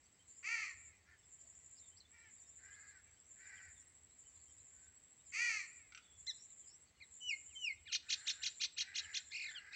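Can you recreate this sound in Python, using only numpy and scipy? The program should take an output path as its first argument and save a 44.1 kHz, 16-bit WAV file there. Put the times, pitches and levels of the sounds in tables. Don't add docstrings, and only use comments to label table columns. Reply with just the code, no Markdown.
import sys
import numpy as np
from scipy import signal
from scipy.fft import rfft, irfft, next_fast_len
from scipy.io import wavfile

SR = 44100
rng = np.random.default_rng(int(sys.argv[2]) if len(sys.argv) > 2 else 0)


def dump(signal):
    limited = np.clip(np.atleast_2d(signal).T, -1, 1)
    pcm = np.round(limited * 32767).astype(np.int16)
    wavfile.write(sys.argv[1], SR, pcm)


N = 429975
TIME = np.arange(N) / SR
CUTOFF_HZ = 15750

# (start [s], length [s], rise time [s], top pitch [Hz], level [dB],
# roughness at the top [amount], throat tuning [ratio], brightness [dB per octave])
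NEAR_CAWS = [(0.426, 0.32, .11, 469.5, -40, .5, 0.99, -2), (5.32, 0.35, .12, 484.8, -37.5, 0.4, .99, 1)]
# (frequency [Hz], gain [dB])
NEAR_THROAT = [(440, -44.5), (700, -46.5), (950, -24.5), (1400, -10.5), (1600, -25), (1900, 2), (2520, 3),
               (2900, -15), (3800, -29), (4600, -7), (5150, -21), (6300, -10), (9000, -34.5), (10500, -63)]


def near_crow():
    calls = [(caw(*row, slack=.295, slack_db=9, slack_rough=.467, fall_bend=1.3,
                  attack_s=.029, release_s=.092), tuning, bright_db)
             for *row, tuning, bright_db in NEAR_CAWS]
    voice = crow_voice(calls, NEAR_THROAT, jitter=.037, rasp=.33, rasp_hz=82,
                       second_side=.62, mistune=.05, throat_sag=.038)
    return field(voice, leaves_db=-14, leaves_s=.14, trees_db=-18, trees_s=.51, echo_db=-28.5, echo_s=.3)


def caw(start, length, rise_s, top_hz, db, rough,
        slack, slack_db, slack_rough, fall_bend, attack_s, release_s):
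    t = span(start, length)
    ease = 1 - arch(t, rise_s, rise_bend=1.8, fall_bend=fall_bend)
    pitch = top_hz * (1 - slack * ease)
    level_db = db - slack_db * ease + fades(t, attack_s, release_s)
    return t, pitch, level_db, rough + slack_rough * ease


def crow_voice(calls, throat, jitter, rasp, rasp_hz, second_side, mistune, throat_sag):
    out = np.zeros(N)
    shake = drift(700) + .5 * drift(130)
    flutter = np.sin(phase_of(rasp_hz * (1 + .289 * drift(60)))) + .5 * drift(600)
    for (t, pitch, level_db, rough), tuning, bright_db in calls:
        fray = jitter * rough * np.interp(t, TIME, shake)
        buzz = harmonics(pitch * (1 + fray), count=26)
        buzz += second_side * rough * harmonics(pitch * (1 + mistune - fray), count=26)
        buzz *= np.exp(rasp * rough * np.interp(t, TIME, flutter))
        shape = [(hz * tuning, db + bright_db * np.log2(hz / 2000)) for hz, db in throat]
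        early = colour(buzz, [(hz * (1 + throat_sag / 2), db) for hz, db in shape])
        late = colour(buzz, [(hz * (1 - throat_sag), db) for hz, db in shape])
        voice = early + (late - early) * np.linspace(0, 1, len(t)) ** 1.6
        add(out, t, from_db(level_db) * rms_one(voice))
    return out


# (frequency [Hz], gain [dB])
TREEPIE_TONE = [(1200, -28.5), (1700, -18.5), (2400, -6), (3200, -7.5), (3600, -2.5), (4150, 4.5),
                (4900, -7), (5800, -2.5), (6700, -8.5), (7400, -20), (9000, -43.5), (10500, -78)]


def treepie(ground_share=.54):
    calls = yelps() + whistles() + trills() + chatter()
    voice = from_db(-3.5) * (calls + ground_share * delay(calls, .00283))
    return field(voice, leaves_db=-16, leaves_s=.068, trees_db=-21, trees_s=.34, echo_db=-28, echo_s=.22)


# (start [s], length [s], rise time [s], top pitch [Hz], end pitch [Hz],
# bend of the fall [under 1 drops early], relative level [dB], bill muffles above [Hz])
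YELP_NOTES = [(6.265, 0.053, 0.0172, 2074, 1666, 1.44, -38.5, 5340),
              (6.999, .048, 0.017, 2423, 1810, 0.55, -54, 2940),
              (7.854, 0.067, 0.019, 2405, 1250, 0.29, -53, 2920),
              (9.542, 0.057, 0.0026, 1834, 1310, 0.67, -47, 2780)]


def yelps(onset_ratio=.73, muffle_db_per_octave=32):
    out = np.zeros(N)
    for start, length, rise_s, top_hz, end_hz, bend, db, bill_hz in YELP_NOTES:
        t = span(start, length)
        low_hz = np.where(t < start + rise_s, onset_ratio * top_hz, end_hz)
        pitch = low_hz + (top_hz - low_hz) * arch(t, rise_s, rise_bend=2.7, fall_bend=bend)
        throat = [(hz, gain_db - muffle_db_per_octave * max(np.log2(hz / bill_hz), 0))
                  for hz, gain_db in TREEPIE_TONE]
        level_db = db + fades(t, attack_s=.015, release_s=.019)
        add(out, t, from_db(level_db) * voice_box(pitch, throat))
    return out


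# (start [s], length [s], middle of the slide [s], slide time [s],
# held pitch [Hz], end pitch [Hz], pitch sag [Hz per s], relative level [dB])
WHISTLE_NOTES = [(7.203, 0.16, 7.307, 0.0085, 2983, 2128, -6, -37.5),
                 (7.549, 0.183, 7.673, 0.016, 2898, 2150, 1997, -38)]


def whistles(held_db=-11.5, swell_s=.061, held_bright_db=-21, end_bright_db=-32,
             flare_db=13, flare_s=.026):
    out = np.zeros(N)
    for start, length, middle, slide_s, held_hz, end_hz, sag, db in WHISTLE_NOTES:
        t = span(start, length)
        past = t - middle
        held = 1 / (1 + np.exp(past / slide_s))
        pitch = end_hz + (held_hz - end_hz) * held - sag * past
        swell_db = held_db * (1 - bump(past - .0026, swell_s))
        level_db = db + swell_db + fades(t, attack_s=.017, release_s=.022)
        bright_db = end_bright_db + (held_bright_db - end_bright_db) * held
        bright_db += flare_db * bump(past + slide_s / 2, flare_s)
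        add(out, t, from_db(level_db) * voice_box(pitch, TREEPIE_TONE, bright_db))
    return out


# (middle [s], top pitch [Hz], relative level [dB], length [s],
# half width of the pitch peak [s], level change at the top [dB])
CHATTER_NOTES = [(7.94, 3210, -29.5, 0.061, 0.0097, -1.5), (8.117, 3360, -29, 0.068, .0105, -3.5),
                 (8.288, 3780, -32, 0.069, .011, 2.8), (8.451, 3430, -30, 0.073, .013, -6.5),
                 (8.628, 3310, -31.5, 0.07, 0.0083, -1), (8.797, 3296, -31.5, .069, .011, -2),
                 (8.972, 3357, -32.5, 0.07, .012, -1.5), (9.16, 3510, -32, 0.06, 0.011, -3)]


def chatter(foot_ratio=.32, jitter=.09, rough=.35, end_rough=1.3, open_at=-.25, top_dulling=.15):
    out, shake = np.zeros(N), drift(1500)
    for middle, top_hz, db, length, peak_s, top_db in CHATTER_NOTES:
        t = span(middle - length / 2, length)
        place = (t - middle) / length
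        height = 1 / (1 + np.abs((t - middle) / peak_s) ** 2.4)
        roughness = (rough + end_rough * np.maximum(place, 0)) * (1 - .8 * height)
        fray = jitter * roughness * np.interp(t, TIME, shake)
        pitch = top_hz * (foot_ratio + (1 - foot_ratio) * height) * (1 + fray)
        bill_open = rms_one(colour(harmonics(pitch, count=8), TREEPIE_TONE))
        bill_shut = colour(bill_open, [(2800, .02), (5600, -24)])
        opening = (1 - top_dulling * height) / (1 + np.exp((open_at - place) / .05))
        past = place - .0051
        swell_db = np.where(past < 0, -92, -66) * past ** 2 + top_db * height ** 2
        add(out, t, from_db(db + swell_db) * (bill_shut + opening * (bill_open - bill_shut)))
    return out


# (start [s], length [s], top pitch [Hz], relative level [dB])
TRILL_NOTES = [(9.304, .228, 2463, -43.5), (9.717, .228, 2720, -45)]


def trills(trill_hz=48.27, slowing_hz_per_s=30, depth=.109, jitter=.038,
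           slack=.39, slack_db=12, bright_db=-9, dulling_db_per_s=45):
    out, shake = np.zeros(N), drift(1500)
    for start, length, top_hz, db in TRILL_NOTES:
        t = span(start, length)
        age = t - start
        ease = 1 - arch(t, rise_s=.07, rise_bend=2.8, fall_bend=2.4)
        quaver = depth * np.cos(2 * np.pi * (trill_hz - slowing_hz_per_s * age / 2) * age)
        fray = jitter * np.interp(t, TIME, shake)
        pitch = top_hz * (1 - slack * ease) * (1 + quaver + fray)
        level_db = db - slack_db * ease + fades(t, attack_s=.015, release_s=.0099)
        voice = voice_box(pitch, TREEPIE_TONE, bright_db - dulling_db_per_s * age)
        add(out, t, from_db(level_db) * voice)
    return out


def voice_box(pitch, throat, bright_db=0, count=8):
    k = np.arange(1, count + 1)[:, None]
    gains = from_db(at_hz(throat, k * pitch) + bright_db * np.log2(k)) * (k * pitch < CUTOFF_HZ)
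    phase = k * phase_of(pitch) + rng.uniform(0, 2 * np.pi, (count, 1))
    return (gains * np.sin(phase)).sum(0) / np.sqrt((gains ** 2).sum(0) / 2)


# (start [s], length [s], rise time [s], top pitch [Hz], level [dB],
# roughness at the top [amount], throat tuning [ratio])
ANSWERS = [(1.032, 0.13, 0.068, 352, -71.5, 0.8, 0.95), (2.102, .22, 0.034, 466.5, -69, 0.49, 1.05),
           (2.567, 0.44, 0.18, 417.4, -67, 0.6, 0.92), (3.02, 0.09, 0.054, 443, -76, 0.7, 1.15),
           (3.357, .36, 0.14, 400.4, -62.5, 0.84, 0.98), (4.683, 0.28, 0.11, 388.5, -83, 0.7, 0.89),
           (8.021, 0.48, .2, 405.2, -65, 1.1, 0.92), (8.77, .45, 0.24, 417.4, -60, 0.79, 0.99),
           (9.417, 0.63, 0.21, 406.7, -63.5, 0.76, 0.94)]
# (frequency [Hz], gain [dB])
ANSWER_THROAT = [(500, -36.5), (850, -24.5), (1150, -29), (1650, -6), (2000, -2.5), (2400, -11),
                 (3600, -42), (4700, -23), (5600, -25.5), (8000, -50.5)]


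def far_crows():
    calls = [(caw(*row, slack=.18, slack_db=8, slack_rough=.2, fall_bend=3.6,
                  attack_s=.043, release_s=.016), tuning, 0)
             for *row, tuning in ANSWERS]
    voice = crow_voice(calls, ANSWER_THROAT, jitter=.0436, rasp=.68, rasp_hz=78.4,
                       second_side=.5, mistune=.056, throat_sag=.011)
    return field(voice, leaves_db=-6, leaves_s=.072, trees_db=-15, trees_s=.7, echo_db=-16, echo_s=.22)


# (time [s], relative level [dB])
CLACK_HITS = [(5.922, -47.5), (5.948, -42), (5.975, -39.5)]
# (frequency [Hz], width [Hz], relative gain [dB])
HOLLOW_TONES = [(1437, 84, 1.5), (2310, 450, -7), (2730, 69, -9.5), (3760, 280, -36), (4300, 300, -49),
                (5740, 110, -15)]


def clacks(fade_s=.017):
    hits = sum(from_db(db - 60 * np.abs(TIME - s) / fade_s) * (TIME > s) for s, db in CLACK_HITS)
    bursts = hits * rng.standard_normal(N)
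    ring = sum(from_db(db + 10.5) * resonate(bursts, hz, width) for hz, width, db in HOLLOW_TONES)
    ring = colour(ring, [(900, -23), (1300, -.5), (6200, 7.5), (9000, -33)])
    return field(ring, leaves_db=-7, leaves_s=.072, trees_db=-14, trees_s=.46, echo_db=-31, echo_s=.2)


# (start [s], length [s], first pitch [Hz], last pitch [Hz], level [dB])
HOOT_AND_CHIRPS = [(1.43, 0.038, 595, 620, -71.5), (1.756, 0.044, 4570, 5820, -68.5),
                   (1.778, 0.023, 4860, 3630, -70.5), (1.821, 0.063, 3710, 3505, -71),
                   (1.962, 0.034, 4050, 6070, -66.5), (1.999, 0.017, 4500, 3780, -59.5),
                   (2.039, 0.032, 3500, 3580, -70.5), (3.552, 0.05, 3610, 2760, -73.5),
                   (3.75, 0.056, 3740, 3330, -76), (6.0, .22, 3440, 3380, -74),
                   (6.37, 0.077, 5110, 5860, -64.5), (6.667, 0.096, 4830, 6000, -67.5),
                   (9.03, 0.027, 3140, 2720, -59)]


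def hoot_and_chirps(twitter_db=-85, spread_db=6, glide=.21, waver=.019, count=240):
    out, shake = np.zeros(N), drift(300)
    twitter = []
    for when, long, high, rise, loud in rng.random((count, 5)):
        from_hz = 2900 + 3200 * high
        to_hz = from_hz * (1 + glide * (2 * rise - 1))
        db = twitter_db + spread_db * (2 * loud - 1)
        twitter.append((when * (TIME[-1] - .1), .032 + .023 * long, from_hz, to_hz, db))
    for start, length, from_hz, to_hz, db in list(HOOT_AND_CHIRPS) + twitter:
        t, pitch, level_db = follow([(start, from_hz, db - 9),
                                     (start + length / 2, (from_hz + to_hz) / 2, db),
                                     (start + length, to_hz, db - 8.5)])
        pitch *= 1 + waver * np.interp(t, TIME, shake)
        add(out, t, from_db(level_db) * harmonics(pitch, count=1))
    return field(out, leaves_db=-.5, leaves_s=.074, trees_db=-20.5, trees_s=.37, echo_db=-17, echo_s=.29)


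# (first stroke [s], strokes [count], level [dB])
CRICKET_PHRASES = [(0.314, 8, -59.5), (1.336, 8, -60), (2.334, 8, -60), (3.322, 7, -60.5), (4.21, 9, -62.5),
                   (5.294, 7, -59.5), (6.203, 7, -59), (7.156, 7, -57), (8.108, 7, -56.5), (9.045, 7, -59)]


def near_cricket(stroke_gap_s=.0793, stroke_s=.021):
    strokes = np.zeros(N)
    for first, count, db in CRICKET_PHRASES:
        for middle in first + stroke_gap_s * np.arange(round(count)):
            t = middle + np.arange(-SR // 14, SR // 14) / SR
            add(strokes, t, from_db(db) * bump(t - middle, np.sqrt(2) * stroke_s))
    return strokes * wing(7297, width_hz=620, tooth_hz=165, grain_db=0)


# (middle [s], half length [s], depth [dB])
CRICKET_RESTS = [(0.047, 0.75, 5.5), (1.085, 0.1, 13.5), (2.05, 0.026, 14), (6.04, 0.16, 5),
                 (6.95, 0.084, 17), (7.965, 0.13, 10), (9.683, 0.38, 2)]
# (time [s], relative level [dB])
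CRICKET_LEVEL = [(0, -64), (2.3, -65), (4.6, -64), (6.6, -61.5), (9.75, -67)]


def far_cricket(strokes_hz=13, first_s=.049, throb_db=3.5):
    throb = np.cos(2 * np.pi * (strokes_hz * (TIME - first_s) + .069 * drift(1.6)))
    rest_db = sum(db * bump(TIME - middle, half) for middle, half, db in CRICKET_RESTS)
    level_db = np.interp(TIME, *np.transpose(CRICKET_LEVEL)) - rest_db + throb_db * throb - 4
    return from_db(level_db) * wing(7615, width_hz=500, tooth_hz=195.5, grain_db=.5)


# (start [s], length [s], level [dB])
INSECT_BUZZES = [(1.71, 0.31, -83.5), (3.682, 0.26, -78.5), (5.492, .25, -78), (8.092, .28, -74.5)]


def buzzing_insect():
    swells = np.zeros(N)
    for start, length, db in INSECT_BUZZES:
        t, level_db = follow([(start, db - 6), (start + length / 2, db), (start + length, db - 6)])
        add(swells, t, from_db(level_db))
    return swells * wing(8660, width_hz=550, tooth_hz=178, grain_db=7.5)


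def wing(hz, width_hz, tooth_hz, grain_db):
    teeth = np.sin(phase_of(tooth_hz * (1 + .2 * drift(50))))
    scrape = from_db(grain_db * teeth) * rng.standard_normal(N)
    edges = hz - width_hz / 2, hz + width_hz / 2
    return rms_one(band(band(scrape, *edges), *edges))


# (frequency [Hz], relative level [dB])
AIR_TONE = [(15, -36.5), (25, -24), (80, 2.5), (119, -8.5), (437, -15), (606, -18), (747, -17.5),
            (859, -18.5), (1570, -19.5), (1980, -13.5), (2560, -18.5), (5790, -25), (6500, -23.5),
            (8450, -63), (14300, -120)]
# (frequency [Hz], relative level [dB])
HISS_TONE = [(5500, -45.5), (6600, 5), (8200, -4.5), (9300, -2.5), (9800, -20), (13800, -18), (14800, -10),
             (15700, -7)]


def background(air_db=-75, hiss_db=-84.5, swell_db=2.5):
    air = from_db(air_db) * noise(AIR_TONE)
    rumble = colour(air, [(110, 1), (180, -37.5)])
    swell = from_db(swell_db * drift(18) + 1) - 1
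    return air + rumble * swell + from_db(hiss_db) * noise(HISS_TONE)


def field(x, leaves_db, leaves_s, trees_db, trees_s, echo_db, echo_s):
    t = TIME[:SR]
    grain = rng.standard_normal((2, SR))
    leaves = band(grain[0] * (rng.random(SR) < .03), 510, 5100) * (t > .002)
    leaves *= from_db(-60 * t / leaves_s)
    trees = band(grain[1], 350, 4800) * np.minimum(t / .0032, 1)
    trees *= from_db(-60 * t / trees_s)
    paths = from_db(leaves_db) * rms_one(leaves) + from_db(trees_db) * rms_one(trees)
    echo = from_db(echo_db) * band(delay(x, echo_s), 900, 3200)
    return x + signal.fftconvolve(x, paths / np.sqrt(SR))[:N] + echo


def harmonics(pitch, count):
    k = np.arange(1, count + 1)[:, None]
    phase = k * phase_of(pitch) + rng.uniform(0, 2 * np.pi, (count, 1))
    return (np.sin(phase) * (k * pitch < CUTOFF_HZ)).sum(0)


def phase_of(hz):
    return 2 * np.pi * np.cumsum(hz) / SR


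def arch(t, rise_s, rise_bend, fall_bend):
    past = t - t[0] - rise_s
    away = np.where(past < 0, -past / rise_s, past / max(past[-1], 1e-3))
    return 1 - np.clip(away, 0, 1) ** np.where(past < 0, rise_bend, fall_bend)


def bump(t, half_s):
    return np.exp(-(t / half_s) ** 2)


def fades(t, attack_s, release_s, depth_db=13.5):
    fade_in = np.clip(1 - (t - t[0]) / attack_s, 0, 1)
    fade_out = np.clip(1 - (t[-1] - t) / release_s, 0, 1)
    return -depth_db * (fade_in + fade_out)


def span(start, length):
    return np.arange(int(start * SR), int((start + max(length, .01)) * SR)) / SR


def follow(rows):
    times, *columns = np.transpose(rows)
    t = span(times[0], times[-1] - times[0])
    return [t] + [np.interp(t, times, column) for column in columns]


def add(out, t, sound):
    first = int(round(t[0] * SR))
    edge = np.clip(np.minimum(t - t[0], t[-1] - t) / .003, 0, 1)
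    out[first:first + len(t)] += (sound * edge)[:max(N - first, 0)]


def delay(x, seconds):
    return np.interp(TIME - seconds, TIME, x, left=0)


def drift(rate_hz):
    points = rng.standard_normal(N // 20)
    return rms_one(np.interp(TIME * rate_hz, np.arange(len(points)), points))


def noise(tone):
    return rms_one(colour(rng.standard_normal(N), tone))


def colour(x, tone):
    size = next_fast_len(len(x) + 512)
    gains = from_db(at_hz(tone, np.fft.rfftfreq(size, 1 / SR)))
    return irfft(rfft(x, size) * gains, size)[:len(x)]


def at_hz(tone, hz):
    frequencies, db = np.transpose(tone)
    return np.interp(np.log(hz + 1e-3), np.log(frequencies), db)


def band(x, low_hz, high_hz):
    return signal.sosfilt(signal.butter(2, [low_hz, high_hz], "band", fs=SR, output="sos"), x)


def resonate(x, hz, width_hz):
    r = np.exp(-np.pi * width_hz / SR)
    feedback = [1, -2 * r * np.cos(2 * np.pi * hz / SR), r * r]
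    return signal.lfilter(np.array([1, 0, -1]) * (1 - r * r) / 2, feedback, x + 1e-18)


def from_db(db):
    return 10 ** (np.asarray(db) / 20)


def rms_one(x):
    return x / np.sqrt(np.mean(x ** 2) + 1e-20)


def scene():
    air = background()
    birds = near_crow() + far_crows() + treepie() + hoot_and_chirps() + clacks()
    insects = near_cricket() + far_cricket() + buzzing_insect()
    return (birds + insects + air)[None]


def record(dry):
    return signal.sosfilt(signal.ellip(10, .1, 80, CUTOFF_HZ, fs=SR, output="sos"), dry)


dry = scene()
out = record(dry)
dump(out)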